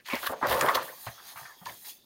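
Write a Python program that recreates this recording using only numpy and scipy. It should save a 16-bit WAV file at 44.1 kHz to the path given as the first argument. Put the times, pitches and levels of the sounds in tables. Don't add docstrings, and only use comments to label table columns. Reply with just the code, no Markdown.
import sys
import numpy as np
from scipy import signal
from scipy.fft import rfft, irfft, next_fast_len
from scipy.io import wavfile
from scipy.ndimage import uniform_filter1d

SR = 44100
rng = np.random.default_rng(int(sys.argv[2]) if len(sys.argv) > 2 else 0)


def dump_mix(stems):
    frames = np.atleast_2d(stems).T
    limited = np.clip(frames, -1, 1)
    pcm = np.round(limited * 32767).astype(np.int16)
    wavfile.write(sys.argv[1], SR, pcm)


def to_linear_factor(level_db):
    exponent = np.asarray(level_db, float) / 20
    return 10 ** exponent


N = 90404
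LEN = 8192


def unit(x):
    return x / np.sqrt(np.mean(x ** 2, axis=-1, keepdims=True) + 1e-20)


def peak_unit(x, window):
    power = uniform_filter1d(x ** 2, size=window)
    return x / np.sqrt(power.max(axis=1, keepdims=True))


def along(points, hz):
    f, v = np.transpose(points)
    return np.interp(np.log(hz + 1), np.log(f + 1), v)


def curves(rows):
    s, *cols = np.transpose(rows)
    return [np.interp(np.arange(N) / SR, s, c) for c in cols]


def filtered(x, response):
    m = next_fast_len(x.shape[-1] + LEN)
    spectrum = rfft(x, m) * response(np.fft.rfftfreq(m, 1 / SR))
    return irfft(spectrum, m)[..., :x.shape[-1]]


def peak(f, hz, width):
    return 1j * f * width / (hz * hz - f * f + 1j * f * width)


def mode_sum(f, modes):
    return sum((-1) ** k * to_linear_factor(db) * peak(f, hz, width) for k, (hz, width, db) in enumerate(modes))


def grit(shape, spiky):
    size = unit(uniform_filter1d(rng.standard_normal(shape), size=24, axis=-1))
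    return unit(rng.standard_normal(shape) * np.exp(spiky * size / 2))


def patchy(x, depth_db, bins=5, frames=10):
    z = signal.stft(x, nperseg=256)[2]
    field = uniform_filter1d(rng.standard_normal(z.shape), max(int(bins), 1), axis=0)
    field = uniform_filter1d(field, int(frames), axis=1)
    gain = to_linear_factor(depth_db * field / field.std())
    return unit(signal.istft(z * gain, nperseg=256)[1][:N])


def placed(times, sounds):
    at = np.round(times * SR).astype(int)[:, None] + np.arange(LEN)
    return np.bincount(at.ravel(), sounds.ravel(), N + LEN)[:N]


def slip_bursts(rows, slap_db, q):
    s, db, hz, length = np.transpose(rows)[:, :, None]
    t = np.arange(LEN) / SR
    attack_s, release_s = 0.0055, 0.058
    kick, kick_s = 1.29, 0.0023
    shape = 1 - np.exp(-t / attack_s) + kick * np.exp(-t / kick_s)
    release = to_linear_factor(-60 * np.maximum(t - length, 0) / release_s)
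    push = grit((len(rows), LEN), 0.44) * shape * release
    overtone_hz, overtone_db = 1.96 * hz, -18.5
    slap_low_hz = 430 * hz / 1000
    slap_top_hz = 1950 * (hz / 1000) ** 0.52

    def span(f):
        ring = peak(f, hz, hz / q) ** 2 + to_linear_factor(overtone_db) * peak(f, overtone_hz, hz / q) ** 2
        above = (1j * f / (slap_low_hz + 1j * f)) ** 3
        below = (slap_top_hz / (1j * f + 0.00088) * peak(f, slap_top_hz, 1.28 * slap_top_hz)) ** 3
        return ring + to_linear_factor(slap_db) * above * below

    bursts = peak_unit(filtered(push, span), 200)
    return placed(s[:, 0], to_linear_factor(db - 5) * bursts)


def hush():
    # f/Hz, density level/dB
    spectrum = [(30, -3.5), (340, 5.5), (800, -6.5), (2000, -14.5), (15800, -10.5)]
    noise = filtered(rng.standard_normal(N), lambda f: to_linear_factor(along(spectrum, f)))
    return to_linear_factor(-67.5) * patchy(noise, depth_db=2.0)


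def touches():
    # t/s, peak level/dB, pitch f/Hz, length/s
    small_bursts = [(0, -51, 1900, 0.0046), (.115, -41.5, 2100, 0.03), (.165, -35.5, 2000, 0.025),
                    (1.066, -24.5, 680, 0.0067), (1.179, -42, 1200, 0.019), (1.359, -37, 1020, 0.022),
                    (1.39, -36.5, 804, 0.025), (1.2, -50.5, 1350, 0.11), (1.452, -37, 1510, 0.01),
                    (1.614, -42, 816, 0.022), (1.657, -43, 1760, 0.0073), (1.676, -48, 950, 0.052),
                    (1.68, -41.5, 2020, 0.017), (1.847, -48, 2040, 0.011), (.430, -29, 1500, 0.03),
                    (.686, -26, 1960, 0.0069), (1.068, -36.5, 1870, 0.016), (1.360, -40.5, 1800, 0.03)]
    low_hz = 420
    bursts = slip_bursts(small_bursts, slap_db=-21.5, q=1.54)
    return filtered(bursts, lambda f: (f / (f - 1j * low_hz)) ** 4)


def flex():
    # t/s, level/dB
    effort = [(0, -54), (.025, -103), (.07, -73), (.13, -38.5), (.21, -51), (.3, -44.5), (.39, -52),
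              (.42, -72.5), (.435, -27.5), (.6, -30.5), (.68, -27.5), (.72, -41), (.78, -35), (.93, -49),
              (.99, -78.5)]
    # f/Hz, width/Hz, level/dB
    sheet_modes = [(537.3, 69, 8), (736, 490, -0.5), (1080, 234, 5), (1500, 120, -1.5), (1793, 170, 1.5)]
    (effort_db,) = curves(effort)
    rustle = filtered(grit(N, 0.79), lambda f: mode_sum(f, sheet_modes) * peak(f, 620, 1500))
    rustle = patchy(rustle, depth_db=4.0, bins=2.5, frames=9.8)
    flutter = filtered(rng.standard_normal(N), lambda f: peak(f, 220, 530) ** 2)
    flutter = patchy(flutter, depth_db=-1, bins=1.5, frames=4.3)
    return to_linear_factor(effort_db) * (rustle + to_linear_factor(-16.5) * flutter)


def slide():
    # t/s, finger speed level/dB, scratch level over it/dB
    turning_hand = [(.04, -111.5, 33), (.06, -56, 10), (.09, -47.5, -1), (.2, -45.5, -4.5), (.32, -45, -7),
                    (.35, -63.5, 3.5), (.45, -55.5, 3.5), (.5, -36.5, -2.5), (.57, -41.5, -2.5),
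                    (.7, -39.5, -8), (.74, -50, 4.5), (.77, -40, -6.5), (.81, -53, 6), (.84, -44.5, -5),
                    (.92, -50.5, -6)]
    # t/s, finger speed level/dB, scratch level over it/dB
    holding_hand = [(1.05, -46.5, -7.5), (1.2, -59.5, 1.5), (1.29, -49.5, -2), (1.33, -51, 0),
                    (1.345, -54.5, -5), (1.4, -47, -5.5), (1.47, -57, 0.5), (1.57, -64, 1.5),
                    (1.646, -55.5, -9.5), (1.664, -50, 0), (1.84, -50.5, -9), (1.853, -47.5, -2),
                    (1.899, -42.5, -1.5), (1.94, -55, -2.5), (2.05, -73, 1)]
    # f/Hz, density level/dB
    gloss = [(5000, -86), (7000, -3.5), (8000, -8.5), (9300, -1.5), (12000, -2), (14600, 3.5),
             (16000, -3.5)]
    # f/Hz, width/Hz, level/dB
    scratch_modes = [(2490, 1200, -6.5), (3300, 196, 7), (4000, 1070, 2.5), (5160, 800, 2.5),
                     (6440, 234, 6)]
    speed_db, scratch_db = curves(turning_hand + holding_hand)
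    hiss = filtered(grit(N, 0.14), lambda f: to_linear_factor(along(gloss, f)))
    hiss = patchy(hiss, depth_db=2.0, bins=77, frames=14)
    scratch = filtered(grit(N, 0.33), lambda f: mode_sum(f, scratch_modes) * peak(f, 4100, 10000))
    scratch = patchy(scratch, depth_db=5, bins=1.2, frames=30)
    crackle = unit(filtered(grit(N, 0.9), lambda f: peak(f, 3020, 3300) ** 2))
    flying = to_linear_factor(-6.5) * scratch + crackle
    held = scratch + to_linear_factor(-12) * crackle
    turning = np.arange(N) / SR < turning_hand[-1][0]
    return to_linear_factor(speed_db) * (hiss + to_linear_factor(scratch_db) * np.where(turning, flying, held))


def buckles():
    # t/s, peak level/dB, pitch f/Hz, length/s
    page_turn = [(0.056, -41, 1870, 0.035), (0.084, -38, 1030, 0.013), (0.1, -27.5, 2180, 0.027),
                 (0.139, -31, 2160, 0.027), (0.15, -42, 1100, 0.022), (0.23, -28, 1070, 0.013),
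                 (0.262, -25.5, 1370, 0.007), (0.296, -28.5, 463, 0.013), (0.322, -26, 620, 0.013),
                 (0.413, -27, 750, 0.045), (0.427, -19, 910, 0.0067), (0.445, -20, 970, 0.014),
                 (0.463, -35.5, 630, 0.012), (0.489, -26.5, 685, 0.041), (0.522, -25.5, 1080, 0.0073),
                 (0.545, -25.5, 525, 0.011), (0.56, -32.5, 900, 0.01), (0.607, -25.5, 1300, 0.03),
                 (0.627, -19.5, 497, 0.0245), (0.64, -23, 970, 0.018), (0.664, -20, 890, 0.044),
                 (0.698, -25.5, 1080, 0.0035), (0.718, -24, 1000, 0.038), (0.752, -24, 536, 0.0087),
                 (0.774, -19, 960, 0.004), (0.805, -32.5, 1060, 0.017), (1.668, -42, 595, 0.04)]
    return slip_bursts(page_turn, slap_db=-6.5, q=1.9)


def snaps():
    # t/s, peak level/dB, pitch f/Hz, sizzle level/dB, fray length/s
    creases = [(.086, -25, 3380, -5, 0.0036), (0.137, -24, 3700, -1, 0.0027), (0.146, -27, 3550, 0, 0.0013),
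               (0.155, -23.5, 4470, -4, 0.0023), (0.231, -25.5, 3470, -6, 0.014),
               (0.244, -21.5, 3400, -0.5, 0.014), (0.269, -11, 3900, 0, 0.01),
               (0.4704, -18, 5070, 0.5, 0.0023), (.487, -21, 2970, -2, 0.0031),
               (0.4966, -15, 4330, -0.5, 0.0014), (0.511, -22.5, 2950, -2.5, 0.0052),
               (0.526, -13.5, 2980, -3, 0.014), (0.545, -20.5, 4000, -8, .005),
               (.5950, -20.5, 4440, -2.5, 0.0034), (0.6113, -10.5, 7240, -19.5, 0.0018),
               (0.61, -10.5, 2500, -16.5, 0.0035), (0.622, -24, 5800, -12.5, 0.0044),
               (.663, -19, 2900, -10, 0.0027), (.688, -23.5, 3950, -7, 0.0029),
               (.7540, -9, 3700, -7.5, 0.0067), (0.829, -26, 4030, -6.5, 0.0044),
               (1.0656, -28, 3160, -7.5, 0.011), (1.657, -27.5, 3800, -10.5, 0.0027),
               (1.6695, -35, 4130, -10.5, 0.0063)]
    s, db, hz, sizzle_db, fray_s = np.transpose(creases)[:, :, None]
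    lead_s, t60_s, q = 0.03, 0.015, 2.38
    t = np.arange(LEN) / SR - lead_s
    core = (t > 0) * to_linear_factor(-60 * abs(t) / t60_s) * grit((len(creases), LEN), 1.0)
    fray = 0.42 * np.exp(-(t / fray_s) ** 2) * grit((len(creases), LEN), 1.0)

    def crease(f):
        return peak(f, hz, hz / q) + to_linear_factor(sizzle_db - 3) * peak(f, 14900, 10000)

    crack = peak_unit(filtered(core + fray, crease), 40)
    return placed(s[:, 0] - lead_s, to_linear_factor(db - 12) * crack)


def pops():
    # t/s, peak level/dB, pitch f/Hz, t60/s
    flips = [(0.087, -30.5, 1020, 0.026), (.1345, -17.5, 2280, 0.011), (0.1371, -25.5, 940, 0.014),
             (.145, -22, 2010, 0.015), (.157, -29, 1200, 0.013), (.163, -19.5, 790, 0.0079),
             (0.2415, -27, 1130, 0.0072), (0.271, -24, 1144, 0.061), (0.2729, -18.5, 1676, .02),
             (0.284, -36, 1400, 0.0051), (.306, -20.5, 634, 0.012), (0.3318, -27, 600, 0.031),
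             (.340, -33, 550, 0.025), (0.4273, -8, 973, 0.011), (.471, -27, 900, 0.012),
             (.513, -17.5, 990, 0.0077), (.519, -16, 1080, 0.0098), (0.531, -27, 930, .015),
             (.555, -21, 498, 0.069), (.578, -16, 533, .03), (.590, -21, 910, 0.017),
             (0.6119, -13.5, 1200, .025), (.625, -11.5, 640, 0.0073), (0.684, -13, 1080, 0.033),
             (.6875, -16.5, 1980, 0.024), (.6938, -7, 1070, 0.02), (0.754, -17, 1080, 0.044),
             (.770, -20, 1200, 0.031), (.795, -24, 996, 0.029), (1.3595, -41, 800, 0.028),
             (1.6145, -41.5, 890, 0.017), (1.6625, -28.5, 980, .03), (1.669, -26, 1001, 0.04),
             (1.691, -37, 1010, 0.0067), (1.696, -29, 1950, 0.01)]
    s, db, hz, t60 = np.transpose(flips)[:, :, None]
    t = np.arange(LEN) / SR
    rise_cycles, overtone, overtone_db = 0.58, 1.735, -6.5
    decay_db = -60 * t / t60
    rise = 1 - np.exp(-hz * t / rise_cycles)
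    upper = to_linear_factor(overtone_db + decay_db) * np.sin(2 * np.pi * overtone * hz * t)
    ring = np.sin(2 * np.pi * hz * t) - upper
    return placed(s[:, 0], to_linear_factor(db + decay_db) * rise * ring)


def thumps():
    # t/s, peak level/dB, pitch f/Hz
    pushes = [(0.133, -23.5, 249), (0.148, -50, 70), (0.287, -44, 83.6), (0.428, -31.5, 263),
              (0.473, -33, 115), (0.497, -32.5, 70.5), (0.615, -30, 144), (0.762, -48, 120),
              (1.066, -33.5, 113), (1.358, -50.5, 118), (1.414, -46, 124), (1.614, -42.5, 174),
              (1.648, -46.5, 101), (1.697, -46, 109)]
    s, db, hz = np.transpose(pushes)[:, :, None]
    cycles = hz * np.arange(LEN) / SR
    rise_cycles, t60_cycles = 0.8, 15.2
    puff = unit(filtered(rng.standard_normal(cycles.shape), lambda f: peak(f, 1.05 * hz, hz) ** 2))
    shape = (1 - np.exp(-cycles / rise_cycles)) * to_linear_factor(-60 * cycles / t60_cycles)
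    return placed(s[:, 0], to_linear_factor(db) * shape * (np.sin(2 * np.pi * cycles) + 0.49 * puff))


def rub():
    # t/s, level/dB
    pressure = [(.8, -84), (.95, -57), (1.16, -58.5), (1.34, -55.5), (1.5, -53), (1.58, -66), (1.75, -57.5),
                (1.8, -73.5), (1.87, -57.5), (2.05, -97)]
    # f/Hz, width/Hz, level/dB
    stack_modes = [(812, 290, -0.5), (1200, 300, -3), (1800, 240, 0), (2390, 660, -26.5)]
    (pressure_db,) = curves(pressure)
    drag = filtered(grit(N, 0.44), lambda f: mode_sum(f, stack_modes) * peak(f, 1000, 2150) ** 2)
    return to_linear_factor(pressure_db) * patchy(drag, depth_db=4, bins=1.2, frames=23)


def room(x):
    # f/Hz, t60/s
    decay = [(100, 0.53), (1000, 0.12), (8000, 0.051)]
    hz, t, z = signal.stft(rng.standard_normal(SR // 2), SR, nperseg=256)
    fading = z * to_linear_factor(-60 * t / along(decay, hz)[:, None])
    tail = signal.istft(fading, SR, nperseg=256)[1]
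    delayed = np.pad(x, (200, 0))
    return signal.fftconvolve(delayed, tail / np.linalg.norm(tail))[:N]


def scene():
    hits = touches() + buckles() + snaps() + pops()
    mono = hits + to_linear_factor(-10.5) * room(hits)
    mono = mono + hush() + flex() + slide() + thumps() + rub()
    return np.array([mono, mono])


def top_cut(x):
    return signal.sosfilt(signal.butter(12, 16360, fs=SR, output="sos"), x)


def record(dry):
    dip_hz, dip_width_hz, dip_db, top_hz = 7540, 290, -3, 15850

    def recorder(f):
        dip = to_linear_factor(dip_db * np.exp(-((f - dip_hz) / dip_width_hz) ** 2))
        return dip * (f < top_hz)

    wet = filtered(dry, recorder)
    return top_cut(wet)


dry = scene()
out = record(dry)
dump_mix(out)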